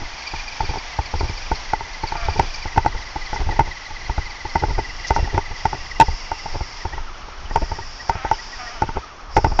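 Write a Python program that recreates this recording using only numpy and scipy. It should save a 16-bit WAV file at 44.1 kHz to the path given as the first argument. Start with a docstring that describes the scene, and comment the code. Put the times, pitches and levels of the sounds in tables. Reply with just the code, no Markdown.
"""An overgrown woodland trail: a walker follows a small electric crawler truck, camera in hand.
The steps swing something loose against the camera: damped tones make its case ring and thump, noise its scrapes.
Ahead, the truck's gears warble once per turn as their tone sweeps through resonances, clatter, chirp and squeal.
Its motor fizzes, the steering servo buzzes in ticks, and grass rustles under the tyres.
Shaped noise also makes the distant wash of the woods, short treble swishes and the rub of the hand."""
import sys
import numpy as np
from scipy import signal
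from scipy.fft import rfft, irfft, next_fast_len
from scipy.io import wavfile
from scipy.ndimage import map_coordinates

SR = 44100
rng = np.random.default_rng(int(sys.argv[2]) if len(sys.argv) > 2 else 0)


def generate_wav(sig):
    """Save sig (samples, or channels by samples) to the path in sys.argv[1] as 16-bit PCM at SR."""
    pcm = np.round(np.clip(np.atleast_2d(sig).T, -1, 1) * 32767).astype(np.int16)
    wavfile.write(sys.argv[1], SR, pcm)


N = 423360  # length of the scene in samples


def amp(db):
    """Turn decibels into a gain."""
    return 10 ** (np.asarray(db) / 20)


def unit(x):
    """Scale a sound to an rms level of 1."""
    return x / np.sqrt(np.mean(x ** 2) + 1e-20)


def along(points, hz):
    """Read a curve of (f/Hz, value) points at the given frequencies, on a log axis."""
    f, v = np.transpose(points)
    return np.interp(np.log(hz + 1), np.log(f + 1), v)


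def curves(rows):
    """Join the rows of a timed table by straight lines, one curve per column after the time."""
    s, *cols = np.transpose(rows)
    return [np.interp(np.arange(N) / SR, s, c) for c in cols]


def wobble(rate):
    """Draw a smooth random curve through so many random points a second."""
    points = rng.standard_normal(int(N * rate / SR) + 4)
    return map_coordinates(points, [np.arange(N) * rate / SR])


def swell(s, length):
    """Make a bell-shaped gain around time s, down to 1/e half a length away on either side."""
    away = 2 * (np.arange(N) / SR - s) / length
    return np.exp(-np.minimum(away ** 2, 50))


def filtered(x, response):
    """Multiply the spectrum of x by a gain that depends on frequency."""
    m = next_fast_len(N + SR // 2)
    return irfft(rfft(x, m) * response(np.fft.rfftfreq(m, 1 / SR)), m)[:N]


def coloured(x, spectrum):
    """Shape x with a spectrum table, at rms 1."""
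    return unit(filtered(x, lambda hz: amp(along(spectrum, hz))))


def noise(spectrum):
    """Make noise of rms 1 shaped by a spectrum table."""
    return coloured(rng.standard_normal(N), spectrum)


def add(track, s, sound):
    """Mix a sound into the track at time s."""
    start = max(round(s * SR), 0)
    track[start:start + len(sound)] += sound[:max(len(track) - start, 0)]


RELEASE_S = 0.004  # how quickly a blow lets go of the case


def ring(modes, t, detune, flat=0):
    """Sum damped tones; each contact varies their level, pitch and decay, and holds them flat until it lets go."""
    hz, db, t60 = np.transpose(modes)[:, :, None]
    strength, shift = rng.standard_normal((2, len(modes), 1))
    damping = np.exp(.18 * rng.standard_normal())
    lag_s = flat * RELEASE_S * (1 - np.exp(-t / RELEASE_S))
    level = amp(db + strength - 60 * damping * t / t60)
    tones = np.sin(2 * np.pi * hz * (1 + detune * shift) * (t - lag_s))
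    return np.sum(level * tones, axis=0)


# speed of the motor, as the mean rate at which gear teeth meet: (t/s, f/Hz)
MOTOR_SPEED = [(0, 2020), (.3, 2349), (.65, 2280), (.9, 2078), (1.45, 2253), (1.7, 1995), (2.0, 2068),
               (2.2, 2334), (2.55, 2380), (2.7, 1989), (3.3, 1992), (3.8, 1938), (4.3, 2022), (5.1, 1967),
               (5.3, 1792), (5.5, 2020), (5.8, 1871), (6.2, 2095), (6.75, 2085), (7.0, 1310), (7.25, 1240),
               (7.55, 1584), (7.9, 1592), (8.4, 1444), (8.7, 1497), (9.1, 1126), (9.6, 1066)]
TEETH = 98  # teeth that meet in one turn of the spur gear
CRUISE_HZ = 2100  # rate of meeting teeth at walking pace
BINDING_SHARE = .75  # share of each turn in which the gear slows
LOAD_DB = 7  # swing of the pressure on the teeth, up and down, within a turn
SWING_HZ = 340  # roughly how far the tone sinks in each turn


def drive():
    """The spur gear binds, slows and springs free once per turn: mean and momentary mesh Hz, and load on the teeth."""
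    mesh_hz, = curves(MOTOR_SPEED)
    turn = (np.cumsum(mesh_hz / TEETH) / SR + .08 + .03 * wobble(12)) % 1
    slowing = np.maximum(1 - turn / BINDING_SHARE, 0) ** 1.7
    springing_free = np.maximum(turn - BINDING_SHARE, 0) / (1 - BINDING_SHARE)
    swing = slowing + springing_free
    sag_hz = SWING_HZ * amp(2.2 * wobble(17)) * (swing - swing.mean())
    # the faster the truck, the more the ground jolts the motor
    ground_jolts = (.013 * wobble(20) + .014 * wobble(85)) * (mesh_hz / CRUISE_HZ) ** 2
    jolts = ground_jolts + .008 * wobble(500)
    # the teeth press hardest as the gear slows
    load = amp(LOAD_DB * np.cos(2 * np.pi * (turn - .21)) + 3 * wobble(35))
    return mesh_hz, mesh_hz * (1 + jolts) + sag_hz, load


# the gears under load: (t/s, relative whine level/dB, relative level of the octave overtone/dB)
GEAR_WHINE = [(0, -43, -7), (.25, -38.5, -6), (2.6, -39, -6), (3.7, -41, -1), (4.9, -38.5, -7),
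              (5.8, -38.5, -9), (6.5, -43, -14), (7.25, -39, -3), (7.7, -44, -7), (9.1, -38, -15),
              (9.6, -46, -12)]
# resonances of the gearbox: (f/Hz, width/Hz, level/dB)
GEARBOX_RESONANCES = [(1270, 300, -7), (1975, 190, 0), (2410, 190, -1.5), (2760, 110, -10), (2990, 190, -5),
                      (3400, 170, -13), (3950, 120, -10), (4340, 220, -6.5), (4720, 240, -3),
                      (5150, 400, -10), (5630, 150, -6)]
CLATTER_DB = -4  # loose teeth rattling the gearbox, under the whine at walking pace


def gears(mesh_hz, hz, load):
    """The mesh tone and its octave sweep through the gearbox resonances once per turn, over a noisy clatter."""
    whine_db, overtone_db = curves(GEAR_WHINE)
    phase = 2 * np.pi * np.cumsum(hz) / SR

    def box(f):
        """Each resonance lifts the frequencies near its centre, over a faint even floor."""
        peaks = (amp(db) / (1 + (2 * (f - centre) / width) ** 2) for centre, width, db in GEARBOX_RESONANCES)
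        return amp(-32) + sum(peaks)

    # the octave sounds only on the very peaks of the upper resonances
    octave_peaks = 2 * box(2 * hz) ** 2 / (1 + (2700 / (2 * hz)) ** 40)
    octave_tone = np.sin(2 * phase + .6 * wobble(600))
    overtone = amp(overtone_db + 4 * wobble(40)) * octave_peaks * octave_tone
    tones = unit(load * (box(hz) * np.sin(phase) + overtone))
    # the clatter is brighter than the tones and grows quickly with speed
    rattle = np.sqrt(load) * rng.standard_normal(N)
    clatter = unit(filtered(rattle, lambda f: f * box(f)))
    octaves_above_cruise = np.log2(mesh_hz / CRUISE_HZ)
    clatter_gain = amp(CLATTER_DB + 15 * octaves_above_cruise)
    return amp(whine_db - 1.7) * (tones + clatter_gain * clatter)


# presses of the throttle: (start t/s, end t/s, relative level of the brush fizz/dB)
THROTTLE_PRESSES = [(-0.1, 0.822, -46), (1.1, 1.58, -39.5), (1.7, 2.098, -59), (2.196, 2.66, -43),
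                    (2.911, 3.382, -42.5), (3.686, 4.404, -50), (4.466, 5.252, -39.5), (5.51, 5.905, -38.5),
                    (5.996, 6.206, -34), (6.273, 6.786, -37.5), (7.476, 8.07, -37.5), (8.29, 8.7, -36.5),
                    (9.291, 9.699, -37)]
# spectrum of the fizz: (f/Hz, relative level/dB)
FIZZ_SPECTRUM = [(2500, -53), (4000, -30), (4600, 0), (5000, 2), (5600, 1), (6100, -13.5), (6900, -16.5),
                 (7500, -20.5), (9000, -75)]
THROTTLE_ATTACK_S, THROTTLE_RELEASE_S = 0.06, 0.11
BRUSH_HZ = 5200  # middle pitch of the singing brushes


def brushes(mesh_hz, hz, load):
    """The motor's brushes fizz and sing as the throttle opens, bending with each turn, and fade as it closes."""
    now, level = np.arange(N) / SR, np.zeros(N)
    for start, end, db in THROTTLE_PRESSES:
        opening = np.clip((now - start) / THROTTLE_ATTACK_S, 0, 1)
        closing = np.exp(-np.maximum(now - end, 0) / THROTTLE_RELEASE_S)
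        level = np.maximum(level, amp(db) * opening * closing)
    sing_hz = BRUSH_HZ * hz / mesh_hz * (1 + .022 * wobble(1200))
    sing_tone = np.sin(2 * np.pi * np.cumsum(sing_hz) / SR)
    sing = unit(load * amp(along(FIZZ_SPECTRUM, sing_hz)) * sing_tone)
    fizz = unit(noise(FIZZ_SPECTRUM) + .4 * sing)
    return level * amp(-4.5) * fizz


# the ground under the tyres, from long grass to bare earth: (t/s, relative rustle level/dB)
GROUND_COVER = [(0, -44), (.3, -42.5), (1.9, -45), (2.5, -43), (2.8, -45.5), (6.1, -46.5), (7.35, -50),
                (8.55, -47), (9.15, -53), (9.6, -54)]
# spectrum of the rustle: (f/Hz, relative level/dB)
RUSTLE_SPECTRUM = [(300, -28.5), (700, 2), (900, 7), (1300, -5.5), (1650, 3), (2300, 2.5), (2900, -1),
                   (3400, 0), (3800, -4), (4500, -3), (5700, -0.5), (6700, -11.5), (7500, -30.5),
                   (9000, -45.5)]


def tyres():
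    """Grass and grit under the tyres make a dense rustle of noise with small snaps in it."""
    rustle_db, = curves(GROUND_COVER)
    # about 250 snaps a second
    snaps = rng.standard_normal(N) * (rng.random(N) < 250 / SR)
    rustle = unit(noise(RUSTLE_SPECTRUM) + amp(-12.0) * coloured(snaps, RUSTLE_SPECTRUM))
    tufts_db = .8 * wobble(22) + .6 * wobble(6)
    return amp(rustle_db + 7.0 + tufts_db) * rustle


# spectrum of the woodland: (f/Hz, relative level/dB)
WOODS_SPECTRUM = [(30, 3), (150, -4), (250, -1.5), (550, -1.5), (800, 2), (1200, 5), (1600, -3),
                  (2300, -9.5), (3000, -12.5), (3800, -40), (5500, -12), (7000, -38.5), (8500, -53.5)]


def woods():
    """The distant wash of the woodland is nearly steady noise."""
    return amp(-42.5 + 0.35 * wobble(1.6)) * noise(WOODS_SPECTRUM)


# the walker's strides, each a jolt of the camera: (middle t/s, length/s, relative rumble level/dB)
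STRIDE_JOLTS = [(0.0, 0.1, -24.5), (0.723, 0.22, -34), (1.216, 0.23, -25), (1.767, 0.71, -39),
                (2.325, 0.35, -23.5), (2.88, 0.32, -28), (3.492, 0.28, -23.5), (4.102, 0.42, -39),
                (4.77, 0.35, -24.5), (5.262, 0.2, -24), (5.77, 0.87, -35), (6.073, 0.28, -43),
                (6.587, .22, -33.5), (6.96, 0.23, -38), (7.64, 0.46, -28), (8.196, 0.23, -41),
                (8.891, 0.11, -33), (9.494, 0.21, -22)]
# spectrum of the hand's rumble: (f/Hz, relative level/dB)
RUMBLE_SPECTRUM = [(8, -11), (22, 9), (42, -4.5), (70, -9.5), (120, -20), (200, -33.5), (400, -38),
                   (1000, -68)]
# spectrum of rubbing on the case, also in scrapes and knocks: (f/Hz, relative level/dB)
SCUFF_SPECTRUM = [(40, -1.5), (100, 7), (145, 5.5), (200, -10.5), (290, 0), (380, 2.5), (600, -7), (850, 2),
                  (1050, -14.5), (1480, -15.5), (1700, -33.5), (2500, -17), (4000, -45.5), (9000, -87)]
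GRIP_DB = -37  # relative rumble of the hand between strides


def handling():
    """The fluttering rumble of the grip swells with every stride, and the hand rubs on the case."""
    flutter = amp(2.5 * wobble(22))
    jolts = sum(amp(db) * swell(s, length) for s, length, db in STRIDE_JOLTS)
    grip = flutter * (amp(GRIP_DB) + jolts)
    return amp(-1) * grip * noise(RUMBLE_SPECTRUM) + amp(-22.5) * grip * noise(SCUFF_SPECTRUM)


# drags across the case: (middle t/s, length/s, relative level/dB)
CASE_DRAGS = [(0.025, 0.032, -33), (0.637, 0.022, -31), (0.772, 0.017, -29), (1.243, 0.041, -31),
              (2.406, 0.087, -28), (3.411, 0.034, -27), (3.5, 0.088, -36), (3.644, 0.089, -40),
              (4.637, 0.034, -24.5), (4.707, 0.023, -28), (5.191, 0.021, -22.5), (5.256, 0.05, -29),
              (5.351, 0.047, -28.5), (5.748, 0.015, -27), (6.554, 0.023, -21.5), (7.628, 0.025, -23),
              (8.834, 0.022, -22.5), (8.97, 0.034, -25), (9.463, 0.027, -19.5)]
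# ringing tones of the case, also in knocks: (f/Hz, level/dB, time to fall 60 dB/s)
CASE_MODES = [(405.7, -20, 0.078), (769, -19.5, 0.061), (857, -10, 0.055), (907.6, 1.5, 0.043),
              (1432, -1.5, 0.011), (1512, -14, 0.03), (2068, -14, 0.031), (2187, -13, 0.015),
              (5760, -19, 0.054)]
SLIPS_PER_S = 450


def scrapes():
    """The loose thing drags over the case: uneven slips that barely ring it, in a crunchy rub."""
    t = np.arange(SR // 20) / SR
    slips = rng.standard_normal(N) * (rng.random(N) < SLIPS_PER_S / SR)
    muted = ring(CASE_MODES, t, detune=.01) * amp(-60 * t / 0.028)
    ringing = unit(signal.fftconvolve(slips, muted)[:N])
    crunch = unit(amp(4 * wobble(280)) * noise(SCUFF_SPECTRUM))
    drag = sum(amp(db) * swell(s, length) for s, length, db in CASE_DRAGS)
    return drag * (amp(-12.0) * ringing + crunch)


# blows on the camera case: (t/s, relative ring level/dB, thump level/dB)
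CASE_BLOWS = [(0.337, -16.5, -25), (0.605, -11, -23), (0.632, -24, -22), (0.691, -21, -12),
              (0.709, -23, -25), (0.736, -18.5, -38), (0.757, -15, -36), (0.777, -32, -29),
              (0.989, -11, -14), (1.138, -15.5, -12.5), (1.15, -28, -19), (1.209, -12, -15),
              (1.231, -28, -14), (1.296, -22.5, -18), (1.516, -9, -13), (1.734, -5.5, -30),
              (1.807, -17, -49), (2.036, -13.5, -17), (2.121, -11.5, -53), (2.154, -14, -45),
              (2.284, -12.5, -12.5), (2.36, -21, -17), (2.396, 0.5, -12), (2.656, -19.5, -23.5),
              (2.761, -15, -33), (2.777, -3, -8), (2.848, -14.5, -33), (2.861, -4.5, -15),
              (2.948, -20.5, -27), (3.159, -17.5, -20.5), (3.33, -14, -24), (3.342, -22, -30),
              (3.36, -15, -36), (3.397, -30, -21), (3.415, -27, -17), (3.467, -24.5, -14),
              (3.49, -15.5, -11), (3.523, -17.5, -26), (3.564, -25, -23), (3.593, -4, -12),
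              (3.605, -9.5, -18), (3.676, -21.5, -25), (3.907, -23, -37), (4.096, -14.5, -12.5),
              (4.18, -12.5, -12.5), (4.452, -17, -23), (4.556, -5.5, -12), (4.622, -26, -24),
              (4.636, -9.5, -14), (4.685, -22.5, -18), (4.707, -22, -15), (4.781, -15, -14),
              (4.789, -12.5, -11), (5.106, -4, -10.5), (5.162, -7, -21), (5.179, -21, -17),
              (5.192, -20, -12), (5.227, -34, -7), (5.274, -22, -18), (5.345, -18, -11.5), (5.378, -5, -15),
              (5.51, -29, -18.5), (5.654, -5.5, -16), (5.73, -11.5, -17), (6.0, 6, -33), (6.01, 2, -15),
              (6.02, -4, -22), (6.083, -19, -10.5), (6.316, -9.5, -29), (6.459, -19, -28),
              (6.552, -25, -20), (6.608, -20, -16), (6.852, -14.5, -14.5), (6.933, -24, -22),
              (6.979, -19, -46), (7.285, -26, -37), (7.51, -19, -26), (7.559, -3, -18.5), (7.572, -16, -24),
              (7.62, -18.5, -15), (7.717, -15, -14), (7.787, -21, -32), (8.095, -4, -23),
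              (8.153, -20.5, -19), (8.249, -12.5, -21), (8.313, -5.5, -18.5), (8.821, -6, -14),
              (8.89, -15, -23), (8.97, -15.5, -17.5), (9.366, -2, -8), (9.376, -7, -15),
              (9.383, -12.5, -15), (9.445, -5, -8), (9.519, -18, -17), (9.591, -3, -25)]
# slow swings of the microphone under a blow: (f/Hz, level/dB, time to fall 60 dB/s)
MICROPHONE_SWINGS = [(44, 0.5, 0.086), (69.7, 4.5, 0.072), (123, -11.5, 0.11)]
# spectrum of the crack, also of the treble swishes: (f/Hz, relative level/dB)
SWISH_SPECTRUM = [(2000, -20), (4000, -12.5), (5400, 1.5), (6200, -6.5), (7500, -27), (9000, -54.5)]
CONTACT_HZ = 2950  # above this a blow rings the case less and less
# harder and heavier blows rub more (dB, dB per dB, dB per dB)
SCUFF_DB, SCUFF_PER_RING, SCUFF_PER_THUMP = -5.5, 0.61, 0.26
# the crack stands out only in hard blows (dB, dB per dB, s to fall 60 dB)
CRACK_DB, CRACK_PER_RING, CRACK_T60_S = -20.5, 1.8, 0.0095


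def knocks():
    """Each blow cracks and rings the case, rebounds lightly, scuffs along it and shoves the microphone."""
    out, rubbing, cracking = np.zeros((3, N))
    t = np.arange(SR // 5) / SR
    rise = lambda seconds: 1 - np.exp(-t / seconds)
    scuff, crack = noise(SCUFF_SPECTRUM), noise(SWISH_SPECTRUM)
    modes = [(hz, db - 10 * np.log10(1 + (hz / CONTACT_HZ) ** 4), t60) for hz, db, t60 in CASE_MODES]
    for s, ring_db, thump_db in CASE_BLOWS:
        # a light blow stays longer in contact, so its ring starts more softly
        contact_s = .0012 * amp(-.35 * ring_db)
        add(out, s, amp(ring_db + 1.0) * rise(contact_s) * ring(modes, t, detune=0.015, flat=0.094))
        rebound_s = .008 + .008 * rng.random()
        add(out, s + rebound_s, amp(ring_db - 19) * rise(.0025) * ring(modes, t, detune=.008))
        add(out, s, -amp(thump_db) * rise(0.0054) * ring(MICROPHONE_SWINGS, t, detune=0.12))
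        scuff_db = SCUFF_DB + SCUFF_PER_RING * ring_db + SCUFF_PER_THUMP * thump_db
        add(rubbing, s - .003, amp(scuff_db - 60 * t / 0.06) * rise(0.0023))
        add(cracking, s, amp(CRACK_DB + CRACK_PER_RING * ring_db - 60 * t / CRACK_T60_S))
    return out + rubbing * scuff + cracking * crack


# steering moves: (start t/s, end t/s, buzz f/Hz, relative level/dB, roughness 0-1)
STEERING_MOVES = [(2.115, 2.35, 229.8, -39, 0.43), (8.088, 8.312, 265, -39.5, 0.43),
                  (8.56, 8.82, 244.4, -39.5, 0.4), (9.382, 9.62, 219, -51, 0.57)]
# spectrum of the servo: (f/Hz, relative level/dB)
SERVO_SPECTRUM = [(450, -59), (620, 7), (750, 1.5), (950, -19.5), (1200, 4), (1500, -4), (2100, -5.5),
                  (2900, -13), (4200, -42), (7000, -47.5)]


def servo():
    """The steering servo runs at a wavering speed in short bursts of gear ticks, some cleaner and some grittier."""
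    now, out = np.arange(N) / SR, np.zeros(N)
    waver = .026 * wobble(35)
    jitter = .06 * wobble(300)
    grit = noise(SERVO_SPECTRUM)
    for start, end, hz, db, rough in STEERING_MOVES:
        # one tick each time the count of cycles passes a whole number
        cycles = np.cumsum(hz * (1 + waver + rough * jitter)) / SR
        ticks = np.diff(np.floor(cycles), prepend=0)
        running = np.clip(np.minimum(now - start, end - now) / 0.043, 0, 1)
        buzz = coloured(ticks, SERVO_SPECTRUM) + rough * grit
        out += amp(db + 3.5 + 2 * wobble(35)) * running * buzz
    return out


# short treble swishes, some of them cracks of the knocks: (middle t/s, length/s, level/dB)
TREBLE_SWISHES = [(2.383, 0.051, -45), (2.554, 0.04, -38), (3.35, 0.025, -35), (5.083, 0.028, -29.5),
                  (5.162, 0.032, -33.5), (8.099, 0.018, -34), (9.371, 0.031, -34)]


def treble_swishes():
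    """Short swishes of treble noise, crackly because their level jumps quickly; some are cracks of the knocks."""
    crackle = unit(amp(3.5 * wobble(600)) * noise(SWISH_SPECTRUM))
    return crackle * sum(amp(db) * swell(s, length) for s, length, db in TREBLE_SWISHES)


# a thin squeal, probably from the gearbox: (t/s, level/dB)
GEARBOX_SQUEAL = [(0, -75), (4.74, -74), (4.82, -50.5), (5.2, -48), (5.4, -59), (5.9, -51), (6.4, -50),
                  (6.8, -85.5)]


def gearbox_squeal():
    """A thin, quivering squeal, probably from the gearbox: one tone whose pitch and level waver quickly."""
    squeal_db, = curves(GEARBOX_SQUEAL)
    hz = 2790 * (1 + .025 * wobble(300))
    tone = unit(np.sin(2 * np.pi * np.cumsum(hz) / SR))
    return amp(squeal_db + 3.5 * wobble(30)) * tone


# single chirps of the gears: (middle t/s, level/dB)
GEAR_CHIRPS = [(6.936, -29), (6.975, -38), (7.51, -35), (7.645, -37), (7.695, -39), (7.761, -36),
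               (7.828, -33), (8.007, -31), (8.274, -35), (8.397, -30), (8.536, -29.5), (8.677, -30)]
CHIRP_HZ, CHIRP_S = 1930, .011  # pitch near the top of the arch; time from its middle to 1/e


def gear_chirps():
    """Single gear chirps: the turning gear's tone arches up, tops out near a gearbox resonance and falls."""
    out, t = np.zeros(N), np.arange(SR // 12) / SR
    away = (t - t.mean()) / CHIRP_S
    for s, db in GEAR_CHIRPS:
        offset = .012 * rng.standard_normal()
        tilt = .025 * rng.standard_normal() * away
        hz = CHIRP_HZ * (1 + offset + tilt - .035 * away ** 2)
        tone = np.sin(2 * np.pi * np.cumsum(hz) / SR)
        add(out, s - t.mean(), amp(db) * np.exp(-away ** 2) * tone)
    return out


def scene():
    """The truck ahead, the woods around and the camera in the hand."""
    motion = drive()
    truck = gears(*motion) + brushes(*motion) + tyres() + servo() + gearbox_squeal() + gear_chirps()
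    camera = handling() + scrapes() + knocks()
    return (truck + woods() + treble_swishes() + camera)[None]


TREBLE_HZ, TOP_HZ = 7500, 15900  # where the treble drops away, and where all sound ends


def record(dry):
    """A small camera: its treble ends early, and sounds too loud for it are clipped."""
    band = lambda hz: 1 / np.sqrt(1 + (hz / TREBLE_HZ) ** 30)
    ceiling = .72
    clipped = np.clip(filtered(dry[0], band), -ceiling, ceiling)
    # the treble that clipping adds is halved
    return filtered(clipped, lambda hz: (1 + band(hz)) / 2 * (hz < TOP_HZ))[None]


dry = scene()
out = record(dry)
generate_wav(out)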